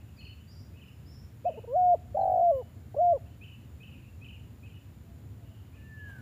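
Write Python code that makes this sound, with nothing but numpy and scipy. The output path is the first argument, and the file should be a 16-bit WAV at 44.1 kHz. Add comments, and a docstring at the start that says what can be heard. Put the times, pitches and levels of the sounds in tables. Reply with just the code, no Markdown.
"""Spotted dove on a shaded lawn

Close to a single microphone, a dove sings through its puffed throat: a clipped note, a swelling coo,
a rolled coo and a short last coo. Small birds chirp from the trees around; far off, a second dove
answers faintly and a bird gives a falling whistle. Distant traffic and a thin insect hiss lie under it."""
import sys
import numpy as np
from scipy import signal
from scipy.fft import rfft, irfft
from scipy.io import wavfile

SR = 44100
rng = np.random.default_rng(int(sys.argv[2]) if len(sys.argv) > 2 else 0)


def to_wav(s):
    """Save 16-bit WAV."""
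    ch = np.atleast_2d(s).T  # columns
    pcm = np.round(np.clip(ch, -1, 1) * 32767)  # PCM
    wavfile.write(sys.argv[1], SR, pcm.astype(np.int16))


N = 273861
T = np.arange(N) / SR

# the near dove's coos: (start [s], break up [s], break down [s], end [s], first pitch [Hz],
# top pitch [Hz], sagged pitch [Hz], lateness of the sag [power], level [dB], swell while held [dB])
DOVE_COOS = [ (1.446, 1.458, 1.490, 1.514, 490, 718, 728, 2.0, -25.7, -.8),
             (1.676, 1.759, 1.944, 1.960, 462, 728, 697, 2.2, -23.1, 3.9),
             (2.164, 2.167, 2.513, 2.630, 620, 796, 668, 1.4, -26.6, 7.0),
             (2.982, 3.005, 3.131, 3.180, 600, 708, 673, 2.8, -22.4, 1.9)]
# brief glides in its throat, some soft and on their own, some opening or closing a coo: (start [s], length [s],
# from [Hz], to [Hz], level [dB])
THROAT_GLIDES = [(1.495, 0.034, 700, 600, -44.5), (1.537, 0.034, 490, 687, -49),
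                 (1.575, 0.018, 450, 436, -40.5), (1.64, 0.0091, 440, 521, -43.5),
                 (2.147, 0.015, 545, 640, -27.5), (2.946, 0.01, 340, 522, -43),
                 (2.965, .016, 535, 580, -30)]
# its octave overtone, weakest near the throat's tuning: (pitch [Hz], level re fundamental [dB])
OCTAVE_LEVELS = [(350, 11), (440, -11), (500, -20.5), (580, -35.5), (640, -49), (695, -58.5), (725, -45.5),
                 (770, -42)]
# one bird in the trees: (start [s], level [dB], pitch [ratio], length [ratio],
# swell towards the end [dB], swell in the zigzag [dB])
TREE_CHIRPS = [(.176, -60, 1.0, 1.05, 6, 3), (.738, -66.5, 1.0, 1.1, 9, 3), (1.452, -58, 1.0, 1.0, -2, -3),
               (3.255, -68, 1.03, .6, -6, 0), (3.412, -54, 1.01, .95, -3, -1),
               (3.802, -55, 1.0, 1.0, -4, 0), (3.945, -64, .96, 1.1, 0, -2), (4.214, -53, 1.0, 1.02, -3, 1),
               (4.630, -58, 1.0, 1.0, -2, -3), (5.728, -66, .96, 1.0, 0, 0)]
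# small birds deeper in the trees: (start [s], length [s], from [Hz], to [Hz], level [dB])
THIN_SLURS = [(0, 0.036, 2960, 2680, -69.5, 0.067), (0.165, 0.028, 5100, 4500, -67, .025),
              (0.185, 0.036, 4320, 4305, -58, 0.0065), (0.468, 0.091, 4530, 5090, -65, .015),
              (0.502, .05, 4950, 5800, -68, 0.025), (1.051, .115, 4790, 5780, -66, .018),
              (0.774, .19, 5030, 5190, -85.5, 0.0104), (2.511, .11, 2980, 2944, -76.5, 0.011),
              (5.419, .17, 2814, 2995, -74, 0.045), (5.959, 0.11, 2860, 2960, -69.5, .05)]
# the far dove: (start [s], length [s], from [Hz], to [Hz], level [dB])
ANSWERING_COOS = [(5.039, .11, 655, 687, -65.5), (5.327, 0.306, 727, 625, -70)]
# a far bird's whistle: (time [s], pitch [Hz], level [dB])
FALLING_WHISTLE = [(5.76, 1786, -75), (5.786, 1744, -66), (5.876, 1769, -61.5), (5.974, 1740, -49.5),
                   (6.076, 1662, -48), (6.2, 1480, -58)]
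# spectra of traffic, airy hiss and rustling grass: (frequency [Hz], relative density [dB])
TRAFFIC_SPECTRUM = [(15, -64), (25, -33.5), (32, -28), (40, -24.5), (63, -3), (91, 1.5), (121, -3.5),
                    (178, -14), (231, -13), (350, -23.5), (680, -32), (757, -33), (1000, -37),
                    (1300, -70.5), (2200, -120)]
AIR_SPECTRUM = [(590, -24.5), (1000, -7.5), (1160, -5.5), (1330, -6.5), (1440, -6.5), (1990, -8.5),
                (2740, -10.5), (6120, -20), (6950, -20), (7880, -21.5), (15500, -15)]
GRASS_SPECTRUM = [(300, 4), (850, -0.5), (2000, -6), (4500, -18), (9000, -18), (15500, -19.5)]


def dove():
    """Close by, the syrinx sings a near sine into the ringing throat; ground and trees reflect it."""
    throat_hz, throat_width_hz = 660, 100
    bend, flow = roll()
    jitter = .0015 + .023 * (1 - flow)  # least steady while the syrinx is pinched
    bend = bend * (1 + jitter * drift(200))
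    flow = flow * from_db(.12 * drift(110))
    tone, overtone = np.zeros(N), np.zeros(N)
    for hz, level in [coo(*row) for row in DOVE_COOS] + [throat_glide(*row) for row in THROAT_GLIDES]:
        phase = phase_of(hz * bend)
        # away from the throat's tuning the same loudness takes more drive
        drive = np.hypot(1, (hz - throat_hz ** 2 / hz) / throat_width_hz)
        tone += level * flow * drive * np.sin(phase)
        overtone += level * flow * from_db(at_hz(OCTAVE_LEVELS, hz)) * np.sin(2 * phase)
    radius = np.exp(-np.pi * throat_width_hz / SR)
    feedforward = (1 - radius ** 2) / 2 * np.array([1, 0, -1])
    feedback = [1, -2 * radius * np.cos(2 * np.pi * throat_hz / SR), radius ** 2]
    voice = signal.lfilter(feedforward, feedback, tone + 1e-18) + overtone
    near = from_db(-31) * trees(voice, t60=.08, build_s=.008)
    far = from_db(-32.5) * trees(voice, t60=.63, build_s=.022)
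    return voice + near + far


def coo(start, up, down, end, from_hz, top_hz, sagged_hz, sag_power, db, swell_db):
    """Pitch and amplitude of a coo: it climbs, breaks up into a clear held tone, breaks down and sinks."""
    break_up_hz, break_down_hz, break_s = 644, 569.8, .015
    slip_hz, slip_s, falter_db = 26, .018, -3
    sink_hz_per_s, sink_db_per_s = 780, 23.5
    full_voice_hz, weak_db_per_octave = 621.7, 43
    held = progress(up, down)
    sinking_s = (end - down) * progress(down, end)
    climb = from_hz + (break_up_hz - from_hz) * progress(start, up) ** 2
    slip = slip_hz * progress(down - slip_s, down) ** 2
    top = top_hz + (sagged_hz - top_hz) * held ** sag_power - slip
    droop_hz = 166 * progress(end - .028, end) ** 2  # the air runs out
    sink = break_down_hz - sink_hz_per_s * sinking_s - droop_hz
    risen, dropped = (progress(s - break_s / 2, s + break_s / 2) for s in (up, down))
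    hz = (1 - risen) * climb + (risen - dropped) * top + dropped * sink
    held_db = db + swell_db * held ** 1.55
    effort_db = held_db + falter_db * np.sin(np.pi * dropped) - sink_db_per_s * sinking_s
    weak_db = weak_db_per_octave * np.maximum(np.log2(full_voice_hz / hz), 0)
    return hz, from_db(effort_db - weak_db) * gate(start, end)


def throat_glide(start, length, from_hz, to_hz, db):
    """Pitch and amplitude of a brief glide in the throat, on its own or opening or closing a coo."""
    end = start + length
    return from_hz + (to_hz - from_hz) * progress(start, end), from_db(db) * gate(start, end)


def roll():
    """Pitch and flow factors of the rolled coo: each beat opens low, scoops up and is pinched off."""
    start, length_s, lead_s = 2.1665, .27, .0075
    beat_hz, quickening_hz = 46.2, 21
    scoop, scoop_share, open_share, shut_db = .33, .2, .63, -18
    elapsed = progress(start, start + length_s)
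    beats = beat_hz * (T - start) + np.cumsum(quickening_hz * elapsed ** 3) / SR
    depth = (1 - elapsed ** 11) * progress(start - lead_s, start - lead_s / 2)
    along = (beats + .02 * drift(45)) % 1
    opening = np.clip(1 - along / scoop_share, 0, 1)
    # as the roll fades the closures become brief
    closing = np.clip(1 - (1 - along) / ((1 - open_share) * depth + 1e-6), 0, 1)
    # the flow is shut off early in the closure and bursts back before the pitch has risen
    shut = np.maximum(opening ** 6, np.minimum(3 * closing ** 1.5, 1))
    return 1 - scoop * depth * np.maximum(opening, closing), from_db(shut_db * depth * shut)


def chirping_bird():
    """From the trees one bird repeats its chirp, never quite alike, with an echo and a scattered tail."""
    off_pitch = 1 + .012 * drift(80)
    off_level = from_db(1.5 * drift(80))
    notes = (chirp(*row) for row in TREE_CHIRPS)
    direct = sum(whistle(hz * off_pitch, level * off_level, waver=.012) for hz, level in notes)
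    heard = direct + from_db(-14.5) * echo(direct, delay_s=.11)
    near = from_db(-6.5) * trees(heard, t60=.2, build_s=.008)
    far = from_db(-12) * trees(heard, t60=.6, build_s=.04)
    return from_db(-2.5) * heard + near + far


def chirp(start, db, pitch, stretch, end_db, zigzag_db):
    """Pitch and amplitude of one chirp: a rising lead-in, a zigzag of two swoops, a closing note."""
    lead_s, swoop_s, close_s, edge_s = .03, .041, .04, .01
    fall_share, upswing_db, close_db, edge_db = .6, -8, -2.5, -3
    swoop_at, close_at, end = start + stretch * np.cumsum([lead_s, 2 * swoop_s, close_s])
    turn = 2 * progress(swoop_at, close_at) % 1
    lead_hz = 2610 - 220 * (1 - progress(start, swoop_at)) ** 3
    swoop_hz = np.interp(turn, [0, fall_share, 1], [3092, 2460, 3092])
    close_hz = 2906 - 406 * progress(close_at, end) ** 3 + 80 * drift(150)
    parts = [T < swoop_at, T < close_at]
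    part_db = np.select(parts, [0, zigzag_db + upswing_db * (turn > fall_share)], close_db)
    edges = 1 - progress(start, start + edge_s) + progress(end - edge_s, end)
    level_db = db + end_db * progress(start, end) + edge_db * edges + part_db
    return pitch * np.select(parts, [lead_hz, swoop_hz], close_hz), from_db(level_db) * gate(start, end)


def small_birds():
    """High slurs with a strong echo from deep in the trees, and one dry chip nearer the microphone."""
    direct = sum(slur(*row) for row in THIN_SLURS)
    heard = direct + from_db(-1) * echo(direct, delay_s=.078)
    tail = trees(heard, t60=.34, build_s=.027)
    chip = slur(start=2.205, length=.038, from_hz=4230, to_hz=3950, db=-66.5, waver=.025)
    return heard + tail + chip


def far_birds():
    """The falling whistle and the answering dove, softened by distance."""
    hz, db = in_time(FALLING_WHISTLE)
    level = from_db(db - 1) * gate(FALLING_WHISTLE[0][0], T[-1])
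    direct = whistle(hz, level, waver=.002) + sum(slur(*row) for row in ANSWERING_COOS)
    return from_db(-1) * direct + from_db(-8) * trees(direct, t60=.6, build_s=.02)


def traffic():
    """Distant traffic arrives as a low, gently wavering rumble."""
    return from_db(-47.5 + drift(7.6)) * shaped_noise(TRAFFIC_SPECTRUM)


def air_and_insects():
    """Around the lawn: an airy hiss, the narrow band of an insect chorus and a brief, very high whine."""
    insect_hz, half_width_hz = 7073, 260
    hiss = from_db(-68.5) * shaped_noise(AIR_SPECTRUM)
    chorus = from_db(-80 + drift(30)) * band_noise(insect_hz - half_width_hz, insect_hz + half_width_hz)
    whine = slur(start=2.18, length=.6, from_hz=11700, to_hz=11930, db=-72.5, waver=.001)
    flicker = np.clip(1 + drift(45), 0, np.sqrt(2))
    return hiss + chorus + whine * flicker


def grass():
    """A soft rustle in the grass swells, then starts to settle."""
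    start, attack_s, fade_db_per_s = 6.055, .025, 14
    db = -63.5 - fade_db_per_s * np.maximum(T - start, 0) + 2.7 * drift(90)
    return progress(start, start + attack_s) * from_db(db) * shaped_noise(GRASS_SPECTRUM)


def trees(x, t60, build_s):
    """Trunks and leaves scatter a sound into many small echoes that build up and die away."""
    t = T[:SR]
    echoes = rng.standard_normal(SR) * (1 - np.exp(-(t / build_s) ** 2)) * from_db(-60 * t / t60)
    return signal.fftconvolve(x, echoes / np.sqrt(np.sum(echoes ** 2)))[:N]


def echo(x, delay_s):
    """One distinct reflection."""
    return np.interp(T - delay_s, T, x, left=0)


def slur(start, length, from_hz, to_hz, db, waver=.0022):
    """A whistle that eases to its goal pitch while it swells and fades."""
    along = progress(start, start + length)
    swell = np.interp(along, [0, .32, 1], [0, 1, 0])
    hz = to_hz + (from_hz - to_hz) * (1 - along) ** 1.5
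    return whistle(hz, np.sqrt(2) * from_db(db) * np.sin(swell * np.pi / 2), waver)


def whistle(hz, level, waver):
    """A nearly pure note; a fast waver of its pitch makes it raspy."""
    return level * np.sin(phase_of(hz * (1 + waver * drift(350))))


def gate(start, end):
    """Peak amplitude of a unit-power note that eases in and stops quickly."""
    attack_s, release_s = .009, .004
    opened = np.clip(np.minimum((T - start) / attack_s, (end - T) / release_s) + .5, 0, 1)
    return np.sqrt(2) * np.sin(opened * np.pi / 2) ** 2


def band_noise(low_hz, high_hz):
    """Band-passed noise of unit power."""
    band = signal.butter(2, [low_hz, high_hz], "band", fs=SR, output="sos")
    return rms_one(signal.sosfilt(band, rng.standard_normal(N)))


def shaped_noise(spectrum):
    """Noise of unit power with a given spectrum, silent beyond its ends."""
    hz = np.arange(N // 2 + 1) * SR / N
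    inside = (hz > spectrum[0][0]) & (hz < spectrum[-1][0])
    return rms_one(irfft(rfft(rng.standard_normal(N)) * from_db(at_hz(spectrum, hz)) * inside, N))


def drift(rate):
    """Random wander through `rate` values a second, drawn with unit spread."""
    knots = rng.standard_normal(8192)
    return np.interp(T * rate, np.arange(len(knots)), knots)


def progress(start, end):
    """Runs from 0 to 1 between two times."""
    return np.clip((T - start) / max(end - start, 1e-4), 0, 1)


def phase_of(hz):
    """Running phase of a gliding tone."""
    return 2 * np.pi * np.cumsum(hz) / SR


def in_time(rows):
    """Each column of a curve at every sample."""
    times, *columns = np.transpose(rows)
    return [np.interp(T, times, column) for column in columns]


def at_hz(points, hz):
    """Read a table on a log-frequency axis."""
    freqs, values = np.transpose(points)
    return np.interp(np.log(hz + 1e-3), np.log(freqs), values)


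def from_db(db):
    """Decibels to gain."""
    return 10 ** (np.asarray(db) / 20)


def rms_one(x):
    """Scale to unit power."""
    return x / np.sqrt(np.mean(x ** 2) + 1e-20)


def scene():
    """The whole lawn from one spot, in mono."""
    birds = dove() + chirping_bird() + small_birds() + far_birds()
    return (birds + traffic() + air_and_insects() + grass())[None]


def record(dry):
    """The microphone's signal is cut steeply at the top."""
    cutoff_hz = 15750
    return signal.sosfilt(signal.ellip(12, .1, 90, cutoff_hz, fs=SR, output="sos"), dry)


dry = scene()
out = record(dry)
to_wav(out)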